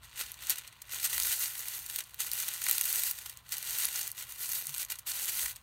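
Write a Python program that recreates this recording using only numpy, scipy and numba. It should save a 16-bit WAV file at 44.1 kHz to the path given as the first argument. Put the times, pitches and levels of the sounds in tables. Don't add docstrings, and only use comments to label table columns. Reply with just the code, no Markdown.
import sys
import numpy as np
from scipy import signal
from scipy.fft import rfft, irfft, next_fast_len
from scipy.io import wavfile
from scipy.ndimage import uniform_filter1d
from numba import njit

SR = 44100
rng = np.random.default_rng(int(sys.argv[2]) if len(sys.argv) > 2 else 0)


def master(y):
    cut = np.clip(np.atleast_2d(y).T, -1, 1)
    pcm = np.round(cut * 32767)
    wavfile.write(sys.argv[1], SR, pcm.astype(np.int16))


def gain_from_db(level_db):
    decades = np.asarray(level_db, float) / 20
    return 10 ** decades


N = 247842

# time in seconds, level in dB that guides the rustle at 4-9 kHz.
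HAND_STROKES = [
    [(0, -71.5), (.016, -73), (.038, -53.5), (.079, -64), (.144, -57.5), (.17, -46), (.205, -37.5),
     (.259, -50.5), (.324, -57.5), (.4, -56.5)],
    [(.429, -46.5), (.482, -49.5), (.506, -33), (.553, -55), (.582, -47), (.618, -55), (.683, -59),
     (.708, -66), (.8, -67)],
    [(.852, -63), (.93, -40), (.985, -43.5), (1.03, -39), (1.052, -35.5), (1.087, -46.5), (1.14, -41),
     (1.28, -36), (1.395, -43), (1.44, -37.5), (1.536, -46.5), (1.602, -44), (1.64, -47.5), (1.785, -45),
     (1.854, -52), (1.954, -43.5), (1.998, -51), (2.039, -59.5), (2.126, -59.5), (2.179, -65)],
    [(2.2, -38), (2.22, -41.5), (2.268, -40), (2.299, -49.5), (2.327, -41.5), (2.41, -38.5), (2.5, -45.5),
     (2.587, -45), (2.686, -37), (2.707, -42), (2.744, -39), (2.905, -40.5), (2.939, -38.5), (3.107, -39.5),
     (3.139, -50.5), (3.306, -53.5), (3.348, -62), (3.425, -71.5), (3.459, -63), (3.501, -54.5)],
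    [(3.526, -40), (3.604, -49), (3.711, -39.5), (3.848, -40), (3.918, -43.5), (3.957, -40), (4.075, -45.5),
     (4.14, -60)],
    [(4.19, -44), (4.264, -56), (4.309, -48), (4.345, -54), (4.43, -42), (4.524, -39.5), (4.62, -45),
     (4.717, -48.5), (4.813, -39), (4.879, -63)],
    [(4.915, -40), (4.961, -61), (4.998, -57.5), (5.041, -73), (5.056, -69)],
    [(5.068, -39), (5.08, -39), (5.13, -44), (5.24, -39), (5.34, -44), (5.395, -38), (5.464, -43.5),
     (5.517, -48), (5.547, -59), (5.619, -73)],
]
# time of the peak in seconds, peak level at 4-9 kHz in dB,
# dull part in dB re that peak, bright part in dB re that peak, fade length in ms.
LOUD_CREASES = [(.2109, -33, 0.5, 2, 2.4), (.237, -37, -16, -5, .9), (0.3185, -35, 3, 8, 0.34),
                (0.3421, -38, -11, -7, 1.1), (.47, -33.5, -22, 1, 1.6), (.497, -25, -5.5, 12, 0.55),
                (.5032, -26.5, -13, 1, 4.1), (.5575, -39, -4, 3, 2.1), (0.5838, -38, -4, 4, 4.1),
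                (0.6764, -41, -9, -3, 2.9), (.727, -50, -1, -8, 2.3), (0.8191, -41.5, -7.5, 3.5, 3.3),
                (.9348, -38, 7, 9, 0.55), (1.045, -30.5, -11, 3, 5.5), (1.099, -37, -8, 2.5, 8),
                (1.1302, -35.5, -0.5, 5, 3.3), (1.1802, -26, 0.5, 2, 1.4), (1.2, -19, -10, 4, .68),
                (1.223, -27, -11, -1, .9), (1.234, -28, -23, 6, .9), (1.3182, -24.5, -20, -13, 1),
                (1.3264, -26, -10, 0, 1.1), (1.3955, -35, -15, 12, .7), (1.553, -42, -1, 3, 5),
                (1.5933, -30, -13, 0, 1), (1.6837, -32.5, -13, 7, 1.3), (1.863, -33.5, -13, -1, 1.1),
                (1.8989, -33, -3, 7, 1.1), (1.9606, -27.5, -8, 7, .7), (1.9873, -35.5, -1.5, 2, 7),
                (2.006, -36, -1, 0, 4.2), (2.0387, -44, -14, -1, 2.6), (2.1438, -41.5, -5, 6, 1.2),
                (2.204, -30.5, -5.5, 2, 5.5), (2.316, -22.5, -16, 2.5, 0.62), (2.334, -34.5, -13, 15, .9),
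                (2.401, -28.5, -21, -2, 2.1), (2.4243, -31.5, -9, 4, 1.1), (2.482, -31.5, -8, 4.5, 2.3),
                (2.4873, -25.5, -6, -1, 0.79), (2.5382, -32, -17, 6, .83), (2.618, -35, -2, 3, 3.3),
                (2.64, -33, -2, 9, 0.67), (2.6662, -28, 1, 4, 1.1), (2.6864, -22, -1, 6, 0.48),
                (2.696, -27.5, -4, 6, 2.3), (2.712, -13, -14, 6, .45), (2.729, -32, -14, 10, 1.8),
                (2.7818, -26, -6.5, 6, 1.4), (2.8115, -22, -8, 8, 1), (2.8418, -28, -12, 1, .8),
                (2.8555, -36.5, -3, 10, 5), (2.9282, -29, -11, 11, .4), (2.9583, -31.5, -6, 13, .7),
                (3.0206, -33, -7, 3, 2), (3.0352, -28, -5, 6, 2), (3.111, -31, -8, 6.5, 2.4),
                (3.188, -37.5, -9, 0, 2.6), (3.2603, -39.5, -2.5, 1, 6.2), (3.2969, -38.5, -6, 2, 2.7),
                (3.3726, -42, -10, 4.5, 1.3), (3.4922, -37, -10, 2, .57), (3.522, -29.5, -11, 3, 2.6),
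                (3.5686, -34, -12, 6, .7), (3.582, -29, -23, 5, .5), (3.6271, -31, -7, 0, 1.4),
                (3.7074, -33.5, -15, 2, 2.3), (3.786, -30, -6, 4, 1.5), (3.8472, -28, -4, -6, 2),
                (3.8535, -26.5, -13, 14, .48), (3.9583, -29.5, -12, -5, 3.6), (3.9916, -32, -4, 0, 1.1),
                (4.013, -32.5, -9, -1, 4.3), (4.0302, -30, -16, -6, .9), (4.077, -31, -19, 5, 1),
                (4.1163, -35.5, -23, 6, 1), (4.2247, -38.5, -5, 3, 2.6), (4.3222, -37, -11, 7, .83),
                (4.519, -36, -14, 3, 6.5), (4.6696, -27, -21, 9, .4), (4.6935, -37.5, -3, 8, 1),
                (4.7419, -28, -6, -3, .52), (4.747, -30, -9, 0, 1.1), (4.781, -31, -16, 3, 1.2),
                (4.8292, -35.5, -5.5, 4, 3), (4.849, -36, -17, 0, 2), (4.902, -34, -6.5, 1, 4.6),
                (4.9208, -31, -4, 0, 2.8), (4.9562, -41, -9, 0, 2.6), (4.9882, -44, -5, 6, 2.9),
                (4.9927, -39, -16, 4, 1.2), (5.097, -34, -4, 2, 1.6), (5.118, -29, -19, -6, 1.7),
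                (5.394, -33, 1, 8, 1.1), (5.4601, -30.5, -1, 2, 2.3), (5.5605, -39, -16, 0, .8),
                (5.565, -43.5, -1, 1.5, 2)]
# time in seconds, brightness in dB.
BRIGHTNESS = [(0, -2.5), (.8, -2), (1.1, -.5), (1.8, 1.5), (2.2, 0), (2.7, -.5), (3.1, 1.5), (3.5, -.5),
              (4.1, 0), (4.5, 1.5), (5.1, 0), (5.5, 1.5)]
# low edge in Hz, high edge in Hz.
PAPER_BANDS = [(4000, 9000), (1500, 4000), (9000, 17000), (200, 1500)]
# offset at a firm stroke in dB,
# dB per dB of stroke level, dB per dB of brightness.
BAND_FOLLOW = [(-.5, 1, 0), (-5, .66, -1), (2.5, 1.05, 1), (-12, 0.67, -.5)]
# frequency in Hz, density in dB per Hz.
SHEET_COLOUR = [(150, -32), (350, -27.5), (650, -24), (920, -13.5), (1250, -13), (2300, -8), (3200, -3.5),
                (4100, -6.5), (5600, -4.5), (6400, -3), (7200, -2.5), (8500, -0.5), (9850, -3),
                (11800, 2.5), (13200, 1), (14500, 1), (15700, -2)]
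# frequency in Hz, density in dB per Hz.
AIR_COLOUR = [(53, -52), (90, 1.5), (176, -10), (408, -22), (518, -16), (763, -16), (888, -12.5),
              (1010, -6), (2500, -24.5), (8580, -37), (10200, -38), (11900, -30), (15700, -29)]
# time in seconds, level in dB before it wavers.
RUMBLE_LEVEL = [(0, -69), (.6, -71), (1.28, -59.5), (1.5, -70), (2.7, -73), (3.2, -66), (3.8, -68),
                (4.5, -72), (5.62, -68)]
# frequency in Hz, rms level in dB before it wavers.
MAINS_HUM = [(59.5, -76), (120, -71)]
# centre in seconds, frequency in Hz, peak level in dB, length in seconds.
SHORT_TONE = (4.703, 141, -52, .075)

FIRM_DB = -42
RISE = .35


def paper():
    seconds = np.arange(N) / SR
    firmness_db = np.interp(seconds, *np.vstack(HAND_STROKES).T) - FIRM_DB
    bright_db = np.interp(seconds, *np.transpose(BRIGHTNESS))
    swarms = small_creases()
    creases = loud_creases()
    shared_flicker = walk(50)
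    tick = np.zeros(N)
    tick[N // 2] = 1
    out = 0
    for band, follow, swarm, loud in zip(PAPER_BANDS, BAND_FOLLOW, swarms, creases):
        offset_db, per_level, per_bright = follow
        stroke = gain_from_db(2 * (FIRM_DB + offset_db + per_level * firmness_db + per_bright * bright_db))
        rustle = stroke * (palm_hiss(firmness_db, shared_flicker) + swarm)
        shake = rng.standard_normal(N) * np.sqrt(rustle)
        shake = shake + np.sign(rng.standard_normal(N)) * np.sqrt(loud)
        sos = signal.butter(3, band, "band", fs=SR, output="sos")
        radiated = colour(signal.sosfilt(sos, shake), SHEET_COLOUR)
        ring = colour(signal.sosfilt(sos, tick), SHEET_COLOUR)
        out = out + radiated / np.sqrt(np.sum(ring ** 2))
    return out


def small_creases(count=9000, spread_db=6.0, tint_db=4.5, snap_ms=0.73, level_db=-3.5):
    chance = rng.random((count, 3))
    tint = tint_db * rng.standard_normal((count, 4))
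    peak = (chance[:, 0] * N).astype(int)
    size_db = -spread_db * np.log(chance[:, 1] + .012)
    length = snap_ms * (.5 + chance[:, 2]) * SR / 1000
    biggest_db = 21
    swarms = []
    for band_tint in tint.T:
        size = gain_from_db(np.minimum(size_db + band_tint, biggest_db))
        swarm = bursts(peak, size, length, RISE)
        swarms.append(gain_from_db(2 * level_db) * swarm / swarm.mean())
    return swarms


def loud_creases(body_db=-9.0):
    at, peak_db, dull_db, bright_db, fade_ms = np.transpose(LOUD_CREASES)
    peak = (at * SR).astype(int)
    length = np.clip(fade_ms, .2, 12) * SR / 1000
    parts_db = (0, dull_db, bright_db, dull_db + body_db)
    return [bursts(peak, gain_from_db(peak_db + part_db), length, RISE) for part_db in parts_db]


@njit
def bursts(peak, size, length, rise):
    power = np.zeros(N)
    for k in range(len(peak)):
        first = max(-int(5 * rise * length[k]), -peak[k])
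        last = min(int(5 * length[k]), N - peak[k])
        for i in range(first, last):
            slope = -i / length[k] if i > 0 else i / (rise * length[k])
            power[peak[k] + i] += size[k] ** 2 * np.exp(2 * slope)
    return power


def palm_hiss(firmness_db, shared_flicker, level_db=-3.5, flicker_db=2.5):
    press_db = np.clip(.3 * firmness_db, -5, 2)
    flicker = shared_flicker + .5 * walk(80)
    return gain_from_db(2 * (level_db + press_db + flicker_db * flicker))


def table(x):
    lag_s, mirror = .00047, .25
    hz = np.arange(N // 2 + 1) * SR / N
    comb = 1 + mirror * np.exp(-2j * np.pi * hz * lag_s)
    return irfft(rfft(x) * comb, N) / np.sqrt(1 + mirror ** 2)


def walls(x, t60_s=0.045, wet_db=-12.5, damp_hz=6760.0):
    t = np.arange(SR // 2) / SR
    onset = np.clip(t / 0.0006, 0, 1)
    tail = rng.standard_normal(len(t)) * np.exp(-np.log(1000) * t / t60_s) * onset
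    tail = signal.lfilter(*signal.butter(1, damp_hz, fs=SR), tail)
    tail = tail / np.sqrt(np.sum(tail ** 2))
    return gain_from_db(wet_db) * signal.fftconvolve(x, tail)[:N]


def air(level_db=-65.5):
    return gain_from_db(level_db) * unit(colour(rng.standard_normal(N), AIR_COLOUR))


def rumble():
    points = [(25, -37), (40, -4.0), (60, 4.5), (90, -9.0), (160, -15), (400, -74)]  # Hz, dB
    low = unit(colour(rng.standard_normal(N), points))
    level_db = np.interp(np.arange(N) / SR, *np.transpose(RUMBLE_LEVEL))
    return gain_from_db(level_db + 2.5 * walk(9)) * low


def hum():
    t = np.arange(N) / SR
    out = 0
    for hz, db in MAINS_HUM:
        level = np.sqrt(2) * gain_from_db(db + 1.15 * walk(9.8))
        out = out + level * np.sin(2 * np.pi * (hz * t + rng.random()))
    return out


def low_tone():
    t = np.arange(N) / SR
    at, hz, db, length = SHORT_TONE
    swell = np.cos(np.pi * np.clip((t - at) / length, -.5, .5))
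    return gain_from_db(db) * swell * np.sin(2 * np.pi * hz * t)


def unit(x):
    return x / np.sqrt(np.mean(x ** 2))


def colour(x, points):
    hz, db = np.transpose(points)
    size = next_fast_len(N)
    bins = np.arange(size // 2 + 1) * SR / size + 1
    gain = gain_from_db(np.interp(np.log(bins), np.log(hz), db))
    return irfft(rfft(x, size) * gain, size)[:N]


def walk(rate):
    k = max(int(SR / rate), 2)
    held = np.repeat(rng.standard_normal(N // k + 1), k)
    return 1.42 * uniform_filter1d(uniform_filter1d(held, k), k)[:N]


def scene():
    near = table(paper())
    background = air() + rumble() + hum() + low_tone()
    return (near + walls(near) + background)[None]


def roll_off(x):
    return signal.sosfilt(signal.butter(12, 17150, fs=SR, output="sos"), x)


def record(dry):
    top_cut = signal.ellip(12, .3, 60, 15800, fs=SR, output="sos")
    mix = signal.sosfilt(top_cut, dry)
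    return roll_off(mix)


dry = scene()
out = record(dry)
master(out)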